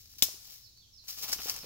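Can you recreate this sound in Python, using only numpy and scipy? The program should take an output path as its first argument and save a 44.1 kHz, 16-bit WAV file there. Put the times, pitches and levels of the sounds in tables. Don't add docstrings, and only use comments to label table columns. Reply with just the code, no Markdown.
import sys
import numpy as np
from scipy import signal
from scipy.fft import rfft, irfft
from scipy.io import wavfile
from scipy.ndimage import map_coordinates

SR = 44100
rng = np.random.default_rng(int(sys.argv[2]) if len(sys.argv) > 2 else 0)


def transcribe(signal):
    frames = np.atleast_2d(signal).T
    limited = np.clip(frames, -1, 1)
    pcm = np.round(limited * 32767).astype(np.int16)
    wavfile.write(sys.argv[1], SR, pcm)


N = 72765
TOP_HZ = 15750
STICK_LAG_S, LEAF_LAG_S, SOLE_LAG_S = -0.000068, 0.00014, 0.00008


def undb(db):
    return 10 ** (np.asarray(db) / 20)


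def seconds():
    return np.arange(N) / SR


def convolve(x, response):
    return irfft(rfft(x, 2 * N) * rfft(response, 2 * N))[..., :N]


def colour(x, points, keep_power=True, size=4096):
    hz, db = np.array(points, float).T
    bins_hz = np.fft.rfftfreq(size, 1 / SR)
    gain = undb(np.interp(np.log(bins_hz + 1), np.log(hz), db))
    if keep_power:
        gain = gain / np.sqrt(np.mean(gain ** 2 * (bins_hz < TOP_HZ)))
    causal_fold = np.r_[1, np.full(size // 2 - 1, 2), 1, np.zeros(size // 2 - 1)]
    cepstrum = irfft(np.log(gain)) * causal_fold
    return convolve(x, irfft(np.exp(rfft(cepstrum))))


def reflection_envelope(t60_s, rise_s):
    t = seconds()
    return np.exp(-np.log(1000) * t / t60_s) * (1 - np.exp(-t / rise_s))


def tail(t60_s, rise_s):
    response = rng.standard_normal((2, N)) * reflection_envelope(t60_s, rise_s)
    return response / np.sqrt(np.sum(response ** 2, axis=1, keepdims=True))


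def scatter(x, t60_s, rise_s):
    linger = reflection_envelope(t60_s, rise_s) ** 2
    power = convolve(x ** 2, linger / linger.sum())
    return rng.standard_normal((2, N)) * np.sqrt(abs(power))


def mic_pair(x, lag_s):
    return np.array([x, map_coordinates(x, [(seconds() + lag_s) * SR])])


def in_woods(x, lag_s, ground_db, trees_db):
    ground = undb(ground_db) * scatter(x, t60_s=0.039, rise_s=0.00066)
    trees = undb(trees_db) * scatter(x, t60_s=0.59, rise_s=0.021)
    return mic_pair(x, lag_s) + ground + trees


def bursts(rows, decay_s):
    t, out = seconds(), np.zeros(N)
    for start_s, level_db in rows:
        envelope = (t >= start_s) * np.exp(-abs(t - start_s) / decay_s)
        burst = envelope * rng.standard_normal(N)
        out += undb(level_db) * burst * np.sqrt(np.sum(envelope ** 2) / np.sum(burst ** 2))
    return out


def grains(pushes, peak_per_s, spread_db):
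    t, power = seconds(), 0
    for peak_s, rise_s, decay_s, level_db in pushes:
        falloff = np.where(t < peak_s, ((t - peak_s) / rise_s) ** 2, (t - peak_s) / decay_s)
        power += undb(level_db) ** 2 * np.exp(-2 * falloff)
    chance = np.clip(peak_per_s / SR * (power / power.max()) ** 0.15, 1e-6, 1)
    size = undb(spread_db * np.minimum(rng.exponential(size=N), 4.5))
    size /= np.sqrt(np.mean(size ** 2))
    clicks = (rng.random(N) < chance) * rng.choice([-1, 1], N) * size
    return clicks * np.sqrt(power / chance)


def air():
    # freq_hz, gain_db
    rumble_spectrum = [(20, -6.5), (45, -4.5), (75, -0.5), (110, -2), (170, -13.5), (300, -21.5),
                       (700, -35), (2000, -49)]
    hiss_spectrum = [(100, -16), (600, -14), (1400, -15), (2100, -17), (2700, -10.5), (3300, -8.5),
                     (4000, 3), (4800, -1.5), (6000, 2.5), (7400, -4.5), (8400, -15.5), (11000, -10),
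                     (14500, -6.5)]
    # time_s, level_db
    swell = [(0, -65), (.6, -67.5), (1.15, -69), (1.38, -65.5), (1.65, -59.5)]
    swell_db = np.interp(seconds(), *np.array(swell).T)
    rumble = colour(rng.standard_normal(N) + undb(-6) * rng.standard_normal((2, N)), rumble_spectrum)
    hiss = colour(rng.standard_normal((2, N)), hiss_spectrum)
    return undb(swell_db) * rumble + undb(-63) * hiss


def bird(waver_depth=0.01126, waver_step_s=0.003):
    # start_s, length_s, first_hz, middle_hz, last_hz, relative_db
    notes = [(.435, 0.042, 5200, 4520, 4050, -58), (0.611, 0.04, 5540, 5320, 5460, -59),
             (0.635, 0.045, 5490, 4380, 3910, -53.5), (0.763, 0.037, 3990, 4576, 3880, -54.5),
             (0.804, .05, 3900, 3390, 2990, -61), (0.926, 0.03, 5830, 5400, 5200, -54.5),
             (0.969, 0.037, 5530, 4380, 4040, -50.5), (1.575, 0.036, 5400, 5300, 5340, -51),
             (1.614, 0.038, 5400, 4370, 4030, -51)]
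    t, song = seconds(), 0
    knots_s = np.arange(0, t[-1], waver_step_s)
    waver = 1 + waver_depth * np.interp(t, knots_s, rng.standard_normal(N)[:len(knots_s)])
    for start_s, length_s, first_hz, middle_hz, last_hz, relative_db in notes:
        progress = np.clip((t - start_s) / length_s, 0, 1)
        slur = np.polyfit([0, 0.5, 1], [first_hz, middle_hz, last_hz], 2)
        pitch_hz = np.polyval(slur, progress) * waver
        envelope = undb(relative_db) * np.sqrt(abs(np.sin(np.pi * progress)))
        song += envelope * np.sin(2 * np.pi * np.cumsum(pitch_hz) / SR)
    blur = convolve(song, tail(t60_s=0.51, rise_s=0.0022))
    return (undb(-3) * song + blur) * undb([[-5], [1.5]])


def knocks(decay_cycles=1.15):
    # start_s, pitch_hz, level_db
    thumps = [(.166, 295, -58), (0.225, 101, -52), (0.226, 297, -31), (.286, 636, -40), (.342, 367, -50),
              (1.086, 156, -57), (1.214, 447, -53), (1.298, 790, -36), (1.362, 300, -49),
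              (1.385, 49.7, -49), (1.393, 405, -44.5), (1.4586, 457, -35.5), (1.484, 860, -36.5),
              (1.634, 187, -44.5), (1.643, 455, -39.5)]
    out = 0
    for start_s, pitch_hz, level_db in thumps:
        cycles = pitch_hz * np.maximum(seconds() - start_s, 0)
        out += undb(level_db) * np.sin(2 * np.pi * cycles) * np.exp(-cycles / decay_cycles)
    return mic_pair(out, SOLE_LAG_S)


def leaves():
    # peak_s, rise_s, decay_s, relative_db
    swishes = [(0, .02, 0.041, -50.5), (.13, 0.061, .09, -53.5), (.1845, .002, 0.017, -41.5),
               (.46, 0.064, 0.068, -50), (.54, 0.077, 0.073, -49), (1.06, 0.028, 0.025, -56),
               (1.083, 0.0025, 0.017, -36.5), (1.098, 0.016, 0.044, -36.5), (1.197, 0.029, 0.041, -39.5),
               (1.236, 0.016, 0.018, -32.5), (1.292, 0.022, 0.054, -35), (1.334, .01, 0.015, -32),
               (1.41, 0.014, 0.025, -40), (1.445, .025, 0.13, -39), (1.498, 0.031, 0.036, -36),
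               (1.566, 0.0088, 0.017, -45), (1.645, 0.0092, 0.061, -51)]
    # freq_hz, gain_db
    spectrum = [(100, -17), (600, -33), (1200, -21.5), (2000, -13.5), (2700, -10), (3700, -4.5),
                (5300, 1.5), (6800, -1), (8600, -12.5), (11000, -3), (14500, 1)]
    clicks = grains(swishes, peak_per_s=7000, spread_db=3.5)
    return undb(-1.5) * colour(in_woods(clicks, LEAF_LAG_S, ground_db=-2, trees_db=-8.5), spectrum)


def litter():
    # peak_s, rise_s, decay_s, level_db
    crunches = [(.21, 0.012, 0.21, -66), (.51, 0.077, 0.058, -68), (1.042, 0.0047, .04, -70),
                (1.095, 0.018, 0.076, -61), (1.172, 0.0045, 0.069, -55), (1.242, 0.019, 0.027, -48.5),
                (1.299, 0.037, 0.016, -47.5), (1.332, 0.011, 0.025, -46.5), (1.393, 0.0089, 0.0226, -43.5),
                (1.485, 0.028, 0.052, -45), (1.565, 0.0062, 0.024, -49.5), (1.645, 0.023, .03, -53)]
    # freq_hz, gain_db
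    spectrum = [(60, -16), (150, -3), (300, -3), (600, 0), (1200, 1.5), (2000, -5.5), (2600, 3), (4000, -4),
                (8000, -6), (15000, -44)]
    clicks = grains(crunches, peak_per_s=3800, spread_db=2.5)
    return colour(in_woods(clicks, SOLE_LAG_S, ground_db=-9.5, trees_db=-15), spectrum)


def twigs():
    # start_s, relative_db
    fractures = [(.057, -43.5), (.137, -46.5), (.151, -54), (.184, -45), (.188, -63), (.774, -49.5),
                 (1.072, -43.5), (1.129, -34), (1.3203, -21), (1.3285, -17), (1.330, -16), (1.3322, -20.5),
                 (1.334, -32), (1.418, -29), (1.433, -33), (1.4437, -32), (1.484, -30), (1.4968, -17.5),
                 (1.4995, -30), (1.508, -31), (1.5405, -30), (1.563, -28.5), (1.589, -33)]
    # freq_hz, gain_db
    spectrum = [(100, -26), (300, -14.5), (1100, -11.5), (2500, -7), (3700, -9), (4600, 3), (5700, 4.5),
                (6800, 0), (8600, -10.5), (11000, -2.5), (14500, -3.5)]
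    snaps = bursts(fractures, decay_s=0.0011)
    return undb(-2) * colour(in_woods(snaps, LEAF_LAG_S, ground_db=-1, trees_db=-11), spectrum)


def stick(far_mic_db=-8.5):
    # start_s, level_db
    fractures = [(.2225, -10.5), (.2234, -7), (.2247, -9.5), (.2264, -8.5), (.2275, -19), (.2288, -49)]
    kicks = [(.2226, -38), (.2263, -31)]
    # pitch_hz, level_db, t60_s
    modes = [(282, -56, 0.039), (3230, -44, 0.11), (3800, -21.5, 0.049), (5300, -35, 0.14),
             (6130, -26, 0.042), (6930, -28, .06)]
    # freq_hz, gain_db
    crack_spectrum = [(100, -19.5), (280, -3), (600, -13.5), (1200, -16.5), (2000, -12.5), (3500, 4),
                      (5400, 4), (7000, 0), (9000, -4), (11000, -5), (14500, -4)]
    kick_spectrum = [(80, -11), (270, 16), (450, -0.5), (750, -6.5), (1300, -5), (2500, -2), (6000, -23)]
    ground_spectrum = [(100, -26), (600, -26), (2000, -24), (3600, -4), (4500, -15), (5400, 0),
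                       (6800, -1.5), (8600, -8), (11000, -3), (14500, 2.5)]
    trees_spectrum = [(100, -22), (600, -17), (1900, -18), (2700, -11.5), (4400, -5.5), (5400, -1.5),
                      (6800, -2), (8600, -10.5), (11000, -7.5), (14500, -5)]
    crack = bursts(fractures, decay_s=0.001)
    direct = mic_pair(colour(crack, crack_spectrum), STICK_LAG_S) * undb([[0], [far_mic_db]])
    age_s = np.maximum(seconds() - fractures[0][0], 0)
    ring = 0
    for pitch_hz, level_db, t60_s in modes:
        envelope = undb(level_db) * np.exp(-np.log(1000) * age_s / t60_s)
        ring += envelope * np.sin(2 * np.pi * pitch_hz * age_s)
    thud = colour(bursts(kicks, decay_s=0.0032), kick_spectrum)
    ground = undb(-2) * colour(scatter(crack, t60_s=0.087, rise_s=0.003), ground_spectrum)
    trees = undb(-12) * colour(scatter(crack, t60_s=0.51, rise_s=0.0089), trees_spectrum)
    return direct + mic_pair(ring + thud, STICK_LAG_S) + ground + trees


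def scene():
    return stick() + twigs() + litter() + leaves() + knocks() + bird() + air()


def record(dry):
    # freq_hz, gain_db
    off_axis = [(100, 0), (1200, -1.5), (2400, 0), (4400, -1.5), (5500, 2.5), (6800, -11), (8600, -8.5),
                (11000, -6), (14500, -16.5)]
    ceiling = 1.3
    heard = np.array([dry[0], colour(dry[1], off_axis, keep_power=False)])
    rounded = ceiling * np.tanh(heard / ceiling)
    lowpass = signal.ellip(10, 0.2, 80, TOP_HZ, fs=SR, output="sos")
    return signal.sosfilt(lowpass, rounded)


dry = scene()
out = record(dry)
transcribe(out)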